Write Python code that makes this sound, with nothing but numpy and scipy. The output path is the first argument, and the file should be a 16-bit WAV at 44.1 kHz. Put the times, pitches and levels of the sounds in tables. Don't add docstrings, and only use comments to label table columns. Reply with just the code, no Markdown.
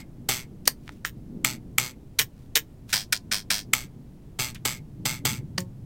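import sys
import numpy as np
from scipy import signal
from scipy.fft import rfft, irfft
from scipy.io import wavfile
from scipy.ndimage import uniform_filter1d

SR = 44100
rng = np.random.default_rng(int(sys.argv[2]) if len(sys.argv) > 2 else 0)


def bounce(signal):
    frames = np.transpose(np.atleast_2d(signal))
    limited = np.clip(frames, -1, 1)
    pcm = np.round(limited * 32767).astype(np.int16)
    wavfile.write(sys.argv[1], SR, pcm)


N = 257984
SIZE = 16384
AGE = np.arange(SIZE) / SR
FREQ = np.fft.rfftfreq(SIZE, 1 / SR) + 1

# release in seconds, spine, kind of snap, relative snap level
# in dB, snap decay in seconds, treble cutoff in Hz, relative swing level in dB, rattle length in seconds.
PLUCKS = [(-.115, "long", "slip", 0, .003, 14000, 9.5, 0.15),
          (0.2896, "long", "slip", 1.5, 0.0029, 16000, 7, .17),
          (0.6766, "short", "pop", .5, .001, 18000, -7.5, 0.011),
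          (1.0493, "short", "tock", -3.5, 0.0013, 4400, -5.5, 0.067),
          (1.4476, "long", "flick", -2, 0.0011, 18300, 4.5, .14),
          (1.783, "long", "flick", 0, 0.00098, 16000, 4.5, .16),
          (2.1903, "short", "crack", -2, .005, 18000, 8.5, 0.061),
          (2.5561, "short", "crack", -2, 0.0032, 17960, 9.5, .054),
          (2.93, "middle", "knock", 0, 0.0037, 12900, 9.5, .13),
          (3.1265, "middle", "knock", 2.5, 0.0026, 16000, 0, 0.061),
          (3.3162, "middle", "knock", -3.5, .0034, 8980, 7.5, .12),
          (3.505, "middle", "knock", 0, 0.0027, 12000, 8.5, .14),
          (3.735, "long", "flick", 1.5, 0.0017, 15200, 1.5, .15),
          (4.391, "long", "slip", -6, 0.0021, 11000, 6, .15),
          (4.6529, "long", "slip", .5, 0.0035, 15050, 5, .15),
          (5.055, "long", "slip", -1.5, 0.003, 14120, 6, .16),
          (5.253, "long", "slip", 1, 0.0024, 18060, 6.5, .16),
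          (5.581, "stiff", "pop", -6, 0.0012, 5300, -12, 0.061)]
# centre in Hz, nominal width in Hz, relative level in dB.
LONG_SPINE = [(820, 1300, -11.5), (1286, 140, -6.5), (2167, 130, 0.66), (2700, 210, -5.5), (3400, 450, -5),
              (4340, 150, -3), (4877, 300, -4), (6140, 620, -5), (7690, 190, -1.6), (8300, 850, -8.5),
              (11430, 250, -9), (13240, 260, -9), (14200, 880, -11.5)]
MIDDLE_SPINE = [(694, 550, -16), (980, 52, -14), (1660, 320, -6.5), (2300, 560, -7.5), (3254, 240, -4.5),
                (4172, 690, -6), (4950, 650, -2), (5670, 344, -4.5), (7020, 274, -21), (8287, 910, -8.5),
                (12520, 450, -14), (14720, 1800, -17)]
SHORT_SPINE = [(397, 225, -10.5), (1057.4, 72, -16), (1780, 510, -2.5), (2280, 420, -4), (3110, 330, -2.5),
               (3830, 291, -7), (5440, 520, -8), (5630, 341, -6.5), (6800, 690, -5), (8560, 710, -7.5),
               (12110, 480, -15.5), (14309, 710, -2)]
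# multiple of the swing rate, relative level in dB.
HUM = [(1, 1), (2, -8.5), (3, -13.5), (5, -23), (6, -18.5), (7, -9), (8, -18), (9, -18), (10, -21),
       (11, -21), (13, -19)]
MIDDLE_HUM = [(2, 2), (6, -7.5), (7, -2.5), (9, -7.5), (10, 0)]
SHORT_HUM = [(3, 1), (6, -6.5)]
STIFF_HUM = [(1, 3), (2, -8), (3, -10), (5, -19.5), (6, -22)]
SPINES = {"long": (LONG_SPINE, HUM, 124.5, -3, -36.5, .27),
          "middle": (MIDDLE_SPINE, MIDDLE_HUM, 102, -3.5, -49, 0.26),
          "short": (SHORT_SPINE, SHORT_HUM, 149.6, -3, -45.5, 0.15),
          "stiff": (SHORT_SPINE, STIFF_HUM, 181, 1.5, -14.5, .25)}
# centre in Hz, nominal width in Hz, relative level in dB.
FLICK = [(792, 130, 6), (1290, 120, 19.5), (2205, 270, 25), (3210, 450, 15.5), (7500, 940, 16),
         (9000, 11000, 5.5), (14100, 2200, 9)]
SLIP = [(353, 154, 10.2), (790, 78, 12.8), (1320, 370, 5.5), (2060, 190, 10.7), (3150, 320, 9.8),
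        (4430, 1800, 5.2), (7740, 1000, 9.9), (14100, 3800, 5.4)]
KNOCK = [(1490, 150, 17.3), (1790, 190, 15), (2380, 230, 16.5), (3700, 900, 9.5), (5300, 1500, 11),
         (8400, 800, 8), (11000, 9300, 2.8)]
TOCK = [(1400, 310, 15), (1790, 250, 20), (8500, 6000, 10)]
CRACK = [(440, 150, 5), (930, 120, 5.1), (1450, 180, 13), (2220, 380, 16), (3830, 1300, 19),
         (6150, 900, 16), (9150, 9300, 10)]
POP = [(577, 330, 13), (1125, 260, 14), (1870, 260, 19), (2920, 330, 12), (4660, 480, 22), (6000, 1100, 16),
       (8780, 900, 18), (13600, 2200, 15)]
SNAPS = {"flick": (FLICK, -26.5, -9), "slip": (SLIP, -19.5, -3), "knock": (KNOCK, -7, -1),
         "tock": (TOCK, -22, -11), "crack": (CRACK, -11, -5.5), "pop": (POP, -14.5, -3.5)}
# start in seconds, centre in Hz, nominal width in Hz, energy in dB, decay in seconds.
TICKS = [(0.655, 4250, 7130, -14.5, .007), (0.8783, 1990, 2080, -18.5, .0008),
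         (0.8923, 1350, 1880, -13.5, 0.001), (2.902, 4500, 6120, -19, 0.0042),
         (3.1646, 4820, 4000, -10, .0012), (3.1738, 4920, 3970, -14.5, 0.0019),
         (4.547, 3900, 12170, -17.5, 0.005), (4.555, 2240, 2510, -16.5, 0.0096),
         (5.604, 7350, 3500, -13, .002)]
# start in seconds, length in seconds, relative level in dB.
HISS_SWELLS = [(0.76, 0.29, -65), (2.301, 0.23, -70), (2.871, 0.081, -45.5)]
# time in seconds, relative rumble in dB, relative flutter in dB.
WIND = [(0.0, -49.5, -50), (0.39, -47.5, -47.5), (0.62, -53, -49), (1.11, -47.5, -50), (1.37, -51, -40),
        (1.66, -44, -44.5), (1.82, -48.5, -50), (2.26, -51.5, -57), (3.54, -51.5, -50), (3.8, -48.5, -47),
        (4.17, -50, -54.5), (4.89, -39.5, -51), (5.25, -36.5, -42.5), (5.42, -36, -46), (5.7, -42.5, -50),
        (5.85, -44.5, -51)]
# frequency in Hz, noise density in dB per Hz.
AIR = [(30, -67.5), (70, -69), (150, -77.5), (300, -79.5), (500, -89.5), (800, -95), (1300, -103.4),
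       (2500, -107.9), (5000, -111.5), (9000, -113.6), (15000, -114.8)]


def cactus(snap_db=1, rattle_db=0.43):
    out = np.zeros(N)
    for s, spine, kind, force_db, decay_s, dull_hz, swing_db, length_s in PLUCKS:
        body, overtones, swing_hz, graze_db, hum_db, hum_t60 = SPINES[spine]
        click, lead_s = snap(decay_s, body, *SNAPS[kind])
        add(out, s - lead_s, undb(snap_db + force_db) * dull(click, dull_hz))
        add(out, s, undb(swing_db + rattle_db) * rattle(body, graze_db, swing_hz, length_s))
        add(out, s, undb(swing_db + hum_db) * hum(swing_hz, overtones, hum_t60))
    for s, hz, width, db, decay_s in TICKS:
        add(out, s, undb(db) * tick(hz, width, decay_s))
    return out


def snap(decay_s, body, snap_modes, scrape_db, rebound_db, body_db=8, lead_s=0.0034, rebound_s=0.0026):
    modes = snap_modes + [(hz, width, db + body_db) for hz, width, db in body]
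    scrape = unit(rng.standard_normal(SIZE) * AGE * (AGE < lead_s))
    release = np.roll(chatter(decay_s), int(lead_s * SR))
    rebound = np.roll(chatter(decay_s), int((lead_s + rebound_s) * SR))
    slip = whiten(undb(scrape_db) * scrape + release + undb(rebound_db) * rebound)
    return ring(slip, modes, steep=1.4), lead_s


def rattle(body, graze_db, swing_hz, length_s, contact_s=0.0017, grit_db=-7, linger_db=-14):
    front = taps(swing_hz, length_s, turn=0.92, jitter_s=0.00007)
    back = undb(graze_db) * taps(swing_hz, length_s, turn=1.2, jitter_s=0.00037)
    blows = sum(signal.fftconvolve(train, chatter(contact_s))[:SIZE] for train in (front, back))
    pressure = signal.lfilter([1], [1, -np.exp(-1 / (contact_s * SR))], front + back)
    grit = pressure * rng.standard_normal(SIZE)
    buzz = unit(ring(unit(blows) + undb(grit_db) * unit(grit), body))
    hz, width, db = max(body, key=lambda mode: mode[2])
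    swell = np.sqrt(AGE) * np.clip(1 - AGE / (1.17 * length_s), 0, 1) ** 2
    linger = unit(ring(swell * rng.standard_normal(SIZE), [(hz, 1.4 * width, db)]))
    return buzz + undb(linger_db) * linger


def taps(swing_hz, length_s, turn, jitter_s, scatter_db=1.77, kick=0.37, kick_s=0.022, hurry=0.07):
    times = np.arange(turn, length_s * swing_hz) / swing_hz
    jitter, scatter = rng.standard_normal((len(times), 2)).T
    wide_swing = np.exp(-times / kick_s)
    force = (1 - times / length_s) ** 1.7 * (1 + kick * wide_swing)
    times = times - hurry * kick_s * (1 - wide_swing) + jitter_s * jitter
    train = np.zeros(SIZE)
    train[np.rint(times * SR).astype(int)] = force * undb(scatter_db * scatter)
    return train


def hum(swing_hz, overtones, t60, rise_s=0.003):
    tone = sum(undb(db) * np.sin(2 * np.pi * k * swing_hz * AGE) for k, db in overtones)
    return tone * undb(-60 * AGE / t60) * (1 - np.exp(-AGE / rise_s))


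def tick(hz, width, decay_s):
    mode = [(hz, width, 0)]
    return unit(ring(ring(chatter(decay_s), mode), mode))


def chatter(decay_s):
    return whiten(rng.standard_normal(SIZE) * np.exp(-AGE / decay_s), bins=120)


def ring(x, modes, steep=1):
    power = sum(undb(db) ** 2 * resonance(FREQ, hz, width * np.sqrt(steep)) ** steep
                for hz, width, db in modes)
    cepstrum = irfft(np.log(power) / 2)
    cepstrum[1:SIZE // 2] *= 2
    cepstrum[SIZE // 2 + 1:] = 0
    return irfft(rfft(x) * np.exp(rfft(cepstrum)))


def dull(x, hz):
    return signal.sosfilt(signal.butter(2, hz, fs=SR, output="sos"), x)


def thicket(x, t60=0.1, level_db=-16, rise_s=0.0068):
    envelope = undb(-60 * AGE / t60) * (1 - np.exp(-AGE / rise_s))
    tail = unit(rng.standard_normal(SIZE) * envelope)
    return x + undb(level_db) * signal.fftconvolve(x, tail)[:N]


def hiss_swells(hz=2600, width=4500, grain_db=4):
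    hiss = noise(lambda f: np.sqrt(resonance(f, hz, width))) * undb(grain_db * wander(380))
    envelope = np.zeros(N)
    for s, length_s, db in HISS_SWELLS:
        add(envelope, s, undb(db) * np.hanning(int(length_s * SR)))
    return hiss * envelope


def wind(rumble_trim_db=0.55, flutter_trim_db=-0.2, gust_db=2.02):
    s, rumble_db, flutter_db = np.transpose(WIND)
    t = np.arange(N) / SR
    rumble = noise(lambda f: resonance(f, hz=128, width=120) ** 2)
    rumble *= undb(np.interp(t, s, rumble_db) + rumble_trim_db + gust_db * wander(20))
    flutter = noise(lambda f: resonance(f, hz=205, width=280) ** 2)
    flutter *= undb(np.interp(t, s, flutter_db) + flutter_trim_db + gust_db * wander(25))
    return rumble + flutter


def air():
    hz, db = np.transpose(AIR)
    freq = np.fft.rfftfreq(N, 1 / SR) + 1
    gain = undb(np.interp(np.log(freq), np.log(hz), db)) * np.sqrt(SR / 2)
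    return irfft(rfft(rng.standard_normal(N)) * gain, N)


def resonance(freq, hz, width):
    return 1 / (1 + ((freq ** 2 - hz ** 2) / (freq * width)) ** 2)


def whiten(x, bins=60):
    spectrum = rfft(x)
    smooth_power = uniform_filter1d(np.abs(spectrum) ** 2, bins)
    burst = irfft(spectrum / np.sqrt(smooth_power))
    return unit(burst * (AGE < AGE[SIZE // 4]))


def noise(gain_of_hz):
    freq = np.fft.rfftfreq(N, 1 / SR) + 1
    return unit(irfft(rfft(rng.standard_normal(N)) * gain_of_hz(freq), N)) * np.sqrt(N)


def wander(rate_hz):
    hold = int(SR / rate_hz)
    steps = np.repeat(rng.standard_normal(N // hold + 1), hold)
    smooth = uniform_filter1d(uniform_filter1d(steps, hold), hold)[:N]
    return smooth / np.std(smooth)


def undb(db):
    return 10 ** (np.asarray(db) / 20)


def unit(x):
    return x / np.sqrt(np.sum(x ** 2) + 1e-18)


def add(track, s, sound):
    start = int(s * SR)
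    part = sound[max(-start, 0):N - start]
    track[max(start, 0):max(start, 0) + len(part)] += part


def scene():
    return (thicket(cactus()) + hiss_swells() + wind() + air())[None]


def record(dry):
    lowpass = signal.ellip(10, 0.2, 80, 16200, fs=SR, output="sos")
    return signal.sosfilt(lowpass, np.clip(dry, -1, 1))


dry = scene()
out = record(dry)
bounce(out)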